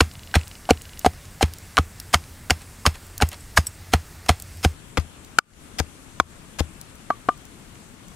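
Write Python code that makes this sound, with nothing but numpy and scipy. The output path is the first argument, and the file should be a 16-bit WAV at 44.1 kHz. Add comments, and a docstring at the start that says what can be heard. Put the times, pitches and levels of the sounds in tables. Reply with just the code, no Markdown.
"""Blow after blow, spices crunch, wood knocks and a low thud follows; small crumbs click in between.
A wooden pestle pounds in a wooden mortar on the ground of a forest clearing: snapping grains make the
crunch, decaying modes the knocks, and the mortar resonating on the soil the thuds.
First a single microphone listens, with a faint motor ticking near it and a low hum from far away;
then a stereo pair with gain control, left louder. Behind both lies forest air, made of banded noise."""
import sys
import numpy as np
from scipy import signal
from scipy.io import wavfile
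from scipy.ndimage import uniform_filter1d

SR = 44100
rng = np.random.default_rng(int(sys.argv[2]) if len(sys.argv) > 2 else 0)


def boost(x):
    """Linear amplitude factor 10**(x/20) for a level x in decibels (scalar or array-like)."""
    u = np.asarray(x, float) / 20
    return 10 ** u


def master_out(mix):
    """Clip the mix to full scale and print it as 16-bit PCM to the path in sys.argv[1]."""
    frames = np.transpose(np.atleast_2d(mix))
    ceiling = np.clip(frames, -1, 1)
    pcm = np.round(ceiling * 32767).astype(np.int16)
    wavfile.write(sys.argv[1], SR, pcm)


N = 359415

# forest air at the single microphone, then at the pair: spectrum shape [f/Hz, relative level per Hz/dB]
AIR_SINGLE = [(15, -31.5), (25, 1), (91, 1.5), (463, -16), (1040, -18), (1890, -17), (3240, -23.5),
              (5130, -21.5), (7290, -24), (8810, -17), (10600, -27), (14700, -28), (16000, -27)]
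AIR_PAIR = [(15, -36.5), (25, -1.5), (137, -2.5), (270, -5), (489, -13.5), (817, -16), (1230, -14.5),
            (1940, -18.5), (2830, -18.5), (4860, -25), (8810, -20), (14700, -38), (16000, -42)]
# air between the capsules of the pair [f/Hz, left-right likeness, used from 0 to 1]
AIR_LIKENESS = [(60, 0.71), (240, 0.68), (950, 0.16), (3770, -0.04), (15000, -0.03)]
# air at the pair [f/Hz, left minus right level/dB]
AIR_LEAN = [(60, 8.5), (380, 7.0), (2380, 4.5), (15000, 5)]
# distant hum at the single microphone [t/s, rms level/dB]
DRONE_LEVEL = [(0.0, -48), (0.25, -48), (0.46, -52), (1.12, -55), (1.68, -51), (2.01, -46), (2.25, -53),
               (2.88, -55), (3.02, -50), (3.41, -45), (3.72, -49), (4.54, -47), (4.75, -51)]
# motor near the single microphone [t/s of the first tick, number of ticks]
MOTOR_RUNS = [(.114, 12), (.654, 10)]
# resonances of the motor housing [f/Hz, mean level/dB, t60/s]
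MOTOR_HOUSING = [(2940, -39, .015), (3450, -40, .007), (4030, -38, .008), (4780, -40, .007)]
# thin ringing of something small and hard [t/s, mean level/dB]
TINKLES = [(3.269, -41), (3.407, -41), (3.663, -37), (3.6685, -20), (3.6705, -24), (3.692, -43)]
# its resonances [f/Hz, mean relative level/dB, t60/s]
TINKLE_MODES = [(5550, -8, .032), (7950, -3, .03), (8800, -3, .018), (12500, -4, .012)]
# crumbs and small ticks [t/s, peak level/dB, pitch f/Hz]
CRUMBS = [(0.1374, -33, 5770), (0.4125, -28, 2860), (0.4788, -26.5, 9740), (0.819, -24, 9200),
          (0.9926, -19, 7270), (1.1343, -36, 2930), (1.254, -35.5, 2950), (1.5364, -23, 6120),
          (1.5848, -29, 9180), (1.9999, -19, 5830), (2.2398, -33, 2470), (2.6184, -28.5, 4810),
          (2.9557, -30, 3170), (3.0669, -34, 9980), (3.1792, -16.5, 7240), (3.2884, -20.5, 9200),
          (3.3164, -30, 4060), (3.3298, -26, 4160), (3.3434, -30, 2390), (3.6688, -19, 8500),
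          (3.6795, -29, 7920), (4.3994, -25.5, 5890), (4.4223, -20.5, 9400), (4.5725, -31, 5880),
          (5.2475, -30.5, 6980), (5.5353, -34.5, 3560), (6.8129, -23.5, 9770), (6.9546, -33, 8420),
          (7.3766, -33.5, 8920), (7.4525, -31.5, 8130), (7.7553, -37, 3060), (8.083, -34.5, 7730)]
# wood meets wood [t/s, crack level/dB, hollow level/dB, ring level/dB, side struck/turns round the bowl]
KNOCKS = [(0.0048, -4, -17, 0, .52), (0.0078, 3, -6, -7, .33), (0.341, -14, -34, -9, .66),
          (0.355, -3, -14, -9, .8), (0.6907, -21, -26, -10, .05), (0.6993, -19, -38, -11, .6),
          (0.7072, 3, 1, -5, .92), (1.0466, -16, -22, -4, .16), (1.0618, -6, -3, -2, .95),
          (1.4101, -21, -27, -10, .05), (1.4276, -2, -9, -12, .7), (1.7698, -3, -30, -9, .58),
          (1.7788, -11, -24, 1, .5), (1.7857, -7, -11, -5, .33), (2.1388, -5, -17, -2, .22),
          (2.1434, 5, -26, -3, .56), (2.4988, -16, -21, -11, .68), (2.5061, 5, -14, -7, .76),
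          (2.8538, -19, -23, -8, .36), (2.8638, 2, -15, -4, .43), (3.2028, -24, -39, -16, .62),
          (3.2125, -16, -23, -15, .95), (3.222, -1, -10, -4, .8), (3.5727, -7, -30, -2, .52),
          (3.5749, -1, -27, 3, .54), (3.9359, -3, -10, -4, .85), (4.292, -2, -11, -5, .99),
          (4.6482, -3, -9, -7, .86), (4.9725, -10, -21, -11, .34), (4.9768, -12, -14, -11, .47),
          (5.3861, -4, -14, 1, .63), (5.3912, -18, -22, -9, .62), (5.8008, -19, -16, -14, .75),
          (6.1999, -5, -11, 3, .43), (6.6048, -19, -16, -25, .95), (7.1027, -26, -12, -5, .14),
          (7.1058, -30, -19, -9, .3), (7.2867, -23, -8, -6, .15), (7.2896, -25, -18, -2, .28)]
# modes of the wood, before damping and detuning
# [f/Hz, relative level/dB, t60/s, driven by 1 crack, 2 hollow, 3 bowl, 4 wall, 5 pestle]
WOOD_MODES = [(300, 4, .024, 2), (450, 6, .02, 2), (745, 4, .03, 3), (1168, -9, .07, 4), (1180, 0, .026, 4),
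              (1480, 2, .024, 5), (2250, -8, .026, 1), (3000, -6, .016, 1), (4200, -7, .011, 1),
              (5700, -11, .01, 1), (7400, -11, .009, 1), (9500, -14, .008, 1)]
# full blows through the spices to the bottom
# [t/s of the crunch peak, relative crunch level/dB, sinking/s, relative treble level/dB, relative thud level/dB]
BLOWS = [(.008, -12.5, .005, -8, -10), (.357, -13.5, .016, -11.5, -6.5), (.7085, -19, .018, -9, -14.5),
         (1.0635, -18, .017, -7.5, -16.5), (1.4285, -14, .02, -10, -9), (1.786, -20, .017, -9.5, -11),
         (2.1445, -12.5, .016, -6.5, -14.5), (2.5075, -15, .01, -7, -15), (2.865, -11.5, .012, -7, -10),
         (3.223, -14.5, .013, -8, -8.5), (3.578, -13.5, .016, -4.5, -9.5), (3.937, -12.5, .01, -10, -9),
         (4.293, -9.5, .01, -9.5, -9), (4.65, -18.5, .022, -7.5, -7.5), (4.981, -24, .01, -9, -12.5),
         (5.799, -22.5, .015, -5, -16), (6.2035, -21, .004, -6, -21), (6.602, -23, .016, -8.5, -13.5)]
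# spices stirred without a landing [t/s of the peak, relative level/dB, sinking/s, relative treble/dB, fade t60/s]
STIRS = [(2.62, -42, .015, -12, .04), (2.955, -42, .015, -14, .04), (3.335, -35, .02, -14, .04),
         (3.922, -36, .003, -8, .015), (4.262, -32, .002, -6, .012), (5.001, -40, .005, -3, .025),
         (5.3875, -14, .002, -1, .008), (7.1035, -40, .002, -10, .015), (7.289, -36, .003, -10, .015)]
# mortar on the soil [f/Hz, relative level/dB, t60/s]
GROUND_MODES = [(63, -8, .1), (78, -1, .135), (135, -11, .07)]
# crunch spectrum shape [f/Hz, relative level per Hz/dB]
CRUNCH_SPECTRUM = [(180, -38), (300, -14), (800, -1), (2200, -2.5), (4000, -7), (7000, -12), (10000, -18),
                   (14000, -26), (16000, -38)]

FADE_START_S, FADE_END_S = 4.70, 4.76   # from the single microphone to the pair
LEFT_RIGHT = np.array([[1], [-1]])


def at_hz(points, hz):
    """Read a table along log frequency."""
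    f, value = np.transpose(points)
    return np.interp(np.log(hz), np.log(f), value)


def clicks(seconds, heights):
    """Impulses of the given heights on two channels, the start of every resonance."""
    out = np.full((N, 2), 1e-18)
    index = (np.asarray(seconds) * SR).astype(int)
    np.add.at(out, index, np.reshape(heights, (len(seconds), -1)))
    return out.T


def ring(x, hz, t60, crest=False):
    """A unit click starts a dying sine, or a cosine that begins at its crest."""
    r = boost(-60 / (max(t60, .001) * SR))
    w = 2 * np.pi * hz / SR
    top = [1, -r * np.cos(w)] if crest else [0, np.sin(w)]
    return signal.lfilter(top, [1, -2 * r * np.cos(w), r * r], x)


def soften(x, hz):
    """Two one-pole low-passes, as in a contact of finite length."""
    r = np.exp(-2 * np.pi * hz / SR)
    return signal.lfilter([(1 - r) ** 2], [1, -2 * r, r * r], x)


def third_octaves():
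    """Third-octave band-pass filters from 22 Hz up, with their centres."""
    edges = 22 * 2 ** np.arange(0, 9.7, 1 / 3)
    return [(signal.butter(2, (low, high), "band", fs=SR, output="sos"), np.sqrt(low * high))
            for low, high in zip(edges, edges[1:])]


def pair_share():
    """0 while the single microphone listens, 1 for the pair."""
    return np.interp(np.arange(N) / SR, [FADE_START_S, FADE_END_S], [0, 1])


def air(pair):
    """Distant leaves, insects and light wind: banded noise that flickers slightly."""
    single_db, pair_db = -44, -45   # rms level/dB
    flicker_db = 1.2
    white, single, stereo = rng.standard_normal((2, 2, N)), 0, 0
    for k, (sos, hz) in enumerate(third_octaves()):
        mid, side = signal.sosfilt(sos, white[k % 2])   # neighbouring bands use separate noise
        # one point per 100 samples, so 900 Hz here acts as 9 Hz
        slow = soften(rng.standard_normal(N // 100 + 2), 900)
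        wander = np.interp(np.arange(N) / 100, np.arange(len(slow)), slow / slow.std())
        flicker = boost(flicker_db * wander)
        alike = np.clip(at_hz(AIR_LIKENESS, hz), 0, 1)
        both = np.sqrt(1 + alike) * mid + np.sqrt(1 - alike) * side * LEFT_RIGHT
        single = single + flicker * boost(at_hz(AIR_SINGLE, hz)) * mid
        band_db = at_hz(AIR_PAIR, hz) + at_hz(AIR_LEAN, hz) / 2 * LEFT_RIGHT
        stereo = stereo + flicker * boost(band_db) * both
    single = boost(single_db) * single / single.std()
    stereo = boost(pair_db) * stereo / stereo.std()
    return (1 - pair) * single + pair * stereo


def drone():
    """A low, wavering hum from far away: noise through the same resonance twice."""
    hz, t60 = 88, .12
    s, db = np.transpose(DRONE_LEVEL)
    hum = ring(ring(rng.standard_normal(N), hz, t60), hz, t60)
    return boost(np.interp(np.arange(N) / SR, s, db)) * hum / hum.std()


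def trees(x):
    """Trunks and leaves scatter back a dull, short haze: convolution with decaying noise."""
    t = np.arange(int(.4 * SR)) / SR
    haze = soften(rng.standard_normal((2, len(t))), 2000)
    haze = haze * boost(-60 * t / .3) * (t > .012)   # t60 0.3 s, nothing back in the first 12 ms
    return boost(-59) * signal.fftconvolve(x, haze, axes=1)[:, :N]


def motor():
    """Evenly spaced little ticks, each ringing a small housing."""
    period_s, spread_db = .04, 2.0
    s = np.concatenate([start + period_s * np.arange(count) for start, count in MOTOR_RUNS])
    chance = rng.standard_normal((len(s), len(MOTOR_HOUSING)))
    return sum(ring(clicks(s, boost(db + spread_db * chance[:, k])), hz, t60)
               for k, (hz, db, t60) in enumerate(MOTOR_HOUSING))


def tinkles():
    """Something small and hard rings thinly in a few high modes."""
    spread_db = 2
    s, db = np.transpose(TINKLES)
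    chance = rng.standard_normal((len(s), len(TINKLE_MODES)))
    return sum(ring(clicks(s, boost(db + level_db + spread_db * chance[:, k])), hz, t60)
               for k, (hz, level_db, t60) in enumerate(TINKLE_MODES))


def crumbs():
    """A crumb is a puff of bright noise round its own pitch, gone in milliseconds."""
    t60 = .012
    out, t = np.zeros((2, N)), np.arange(2000) / SR
    noise = rng.standard_normal((len(CRUMBS), 2000))
    for (s, db, hz), puff in zip(CRUMBS, noise):
        puff = puff * boost(-60 * t / t60)
        edges = [.55 * hz, min(2.5 * hz, 16000)]
        hiss = signal.sosfilt(signal.butter(2, edges, "band", fs=SR, output="sos"), puff)
        sound = hiss + .08 * ring(puff, hz, .4 * t60)
        i = int(s * SR)
        out[:, i:i + 2000] += boost(db) * sound / np.abs(sound).max()
    return out


def landings():
    """Times of the thud crests, a set lag after the crunch peaks, and their levels."""
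    coarse_lag_s, fine_lag_s = .0106, .0056   # coarse spices, then the finer paste
    s, db = np.transpose(BLOWS)[[0, 4]]
    return s + np.where(s < FADE_START_S, coarse_lag_s, fine_lag_s), db


def knocks():
    """Each mode swells for a cycle and dies; under a full blow the spices damp and detune the wood."""
    buried_ring, buried_detune = .6, .05   # share of ring time left, pitch spread, deep in the spices
    rim_ring, rim_detune = .6, .01   # a rim knock hardly sustains the bowl's low modes
    far_side_db = -16   # bowl, wall and pestle modes: level opposite their best side
    out, t = np.zeros((2, N + 4000)), np.arange(4000) / SR
    chance = rng.standard_normal((len(KNOCKS), len(WOOD_MODES), 4))
    full_blows = landings()[0]
    for (s, crack_db, hollow_db, ring_db, side), draws in zip(KNOCKS, chance):
        buried = np.any((full_blows > s) & (full_blows < s + .04))
        i = int(s * SR)
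        # the best sides lie a third of a turn apart; 0 there, 1 opposite
        away = (1 - np.cos(2 * np.pi * (side - np.arange(3) / 3))) / 2
        drive_db = [crack_db, hollow_db, *(ring_db + far_side_db * away)]
        for (hz, level_db, t60, column), (tune, phase, apart, tilt) in zip(WOOD_MODES, draws):
            hz = hz * (1 + (buried_detune if buried else rim_detune) * tune)
            if hz > 1000 and buried:
                t60 = t60 * buried_ring
            elif hz <= 1000 and not buried:
                t60 = t60 * rim_ring
            swell = (1 - np.exp(-t * hz / .35)) ** 2
            shape = swell * boost(drive_db[int(column) - 1] + level_db - 60 * t / t60)
            # phases scatter more for high modes, and a little between the ears
            start = phase * hz / 1500 + .25 * apart * LEFT_RIGHT
            wave = np.sin(2 * np.pi * hz * t + start)
            out[:, i:i + 4000] += shape * boost(.7 * tilt * LEFT_RIGHT) * wave
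    return out[:, :N]


def thuds():
    """A downward jolt, then the heavy mortar rings on the soil with a short snap near its first crest."""
    snap_db = -11   # re thud
    jolt_db, jolt_follows = -9, .4   # jolt at a 0 dB thud, and its share of the thud's dB
    s, db = landings()
    cushion_db = -7 * (s > FADE_START_S)   # the finer paste softens snap and jolt
    s = s - .0015   # the soft contact delays the crest
    out = sum(ring(clicks(s + .0008, boost(db + level_db)), hz, t60, crest=True)
              for hz, level_db, t60 in GROUND_MODES)
    out += ring(clicks(s, boost(db + snap_db + cushion_db)), 150, .032, crest=True)
    out -= ring(clicks(s - .007, boost(jolt_db + jolt_follows * db + cushion_db)), 95, .025)
    return soften(out, 320)


def crush():
    """Dense snapping grains swell while the pestle sinks in, then die fast, leaving a short rustle."""
    coarse_touch_db, fine_touch_db = -33, -24   # a crunch starts here: coarse spices, finer paste
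    least_swell_db = 3   # it swells at least this much
    fade_t60_s, fade_s_per_db = .03, .0007   # fade under a 0 dB thud; softer thuds fade sooner
    grains_per_s = 6000
    t, body, treble = np.arange(N) / SR, np.zeros(N), np.zeros(N)
    landed = [(*row, fade_t60_s + fade_s_per_db * thud_db) for *row, thud_db in BLOWS]
    for s, db, sinking_s, treble_db, t60 in landed + STIRS:
        since = t - s
        after = np.maximum(since, 0)
        rustle = boost(-17 - 60 * after / (7.0 * t60))
        fade = boost(-60 * after / t60) + rustle
        touch_db = fine_touch_db if s > FADE_START_S else coarse_touch_db
        start_db = min(touch_db - db, -least_swell_db)   # re peak
        swell = boost(start_db * np.clip(-since / sinking_s, 0, 1)) * (since > -sinking_s)
        shape = boost(db) * np.where(since < 0, swell, fade)
        body += shape
        treble += shape * boost(treble_db + 10)
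    heights = boost(4.0 * np.minimum(rng.exponential(1, N), 4))
    snaps = (rng.random(N) < grains_per_s / SR) * heights * rng.choice([-1, 1], N)
    # grains lie all over the bowl: each ear hears them differently
    apart = snaps * rng.choice([-1, 1], N)
    grains = np.array([snaps + .35 * apart, snaps - .35 * apart]) / snaps.std()
    out = 0
    for sos, hz in third_octaves()[10:]:
        driven = grains * (body if hz < 4500 else treble) + 1e-18
        out = out + boost(at_hz(CRUNCH_SPECTRUM, hz) + 15.5) * signal.sosfilt(sos, driven)
    return out


def lean(x, db):
    """Left of centre by level, left minus right/dB, yet two samples sooner on the right."""
    left, right = x * 2 / (1 + boost(-db * LEFT_RIGHT))
    return np.array([np.roll(left, 2), right])


def scene():
    """The single microphone fades over to the pair, which hears the mortar left of centre."""
    pair, wood = pair_share(), knocks()
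    rim = wood + trees(wood) + crumbs() + tinkles()
    bottom = crush() + thuds()
    single = (rim + bottom + motor()).mean(axis=0) + drone()
    stereo = lean(rim, 4.0) + lean(bottom, 8.5)
    return (1 - pair) * single + pair * stereo + air(pair)


def roll_off(x):
    """The treble ends steeply here."""
    return signal.sosfilt(signal.butter(12, 16120, fs=SR, output="sos"), x)


def record(dry):
    """The pair ducks just after a bright crack and recovers steadily; peaks clip, the top is cut."""
    threshold_db, duck_per_db, most_duck_db = -26, 2.2, 22
    recovery_db_per_s = 100
    t = np.arange(N) / SR
    high_pass = signal.butter(2, 3500, "high", fs=SR, output="sos")
    bright = signal.sosfilt(high_pass, dry.mean(axis=0))
    level_db = 10 * np.log10(uniform_filter1d(bright ** 2, size=200) + 1e-12)
    over_db = duck_per_db * np.maximum(level_db - threshold_db, 0)
    duck_db = np.minimum(over_db, most_duck_db) * pair_share()
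    # a running maximum on a rising slope lets each duck fall back linearly
    held_db = np.maximum.accumulate(duck_db + recovery_db_per_s * t) - recovery_db_per_s * t
    late_db = soften(np.roll(held_db, 160), 110)   # 160 samples late, then smoothed
    heard = np.clip(dry * boost(-late_db), -1, 1)
    heard = signal.sosfilt(signal.cheby2(12, 60, 16600, fs=SR, output="sos"), heard)
    return roll_off(heard)


dry = scene()
out = record(dry)
master_out(out)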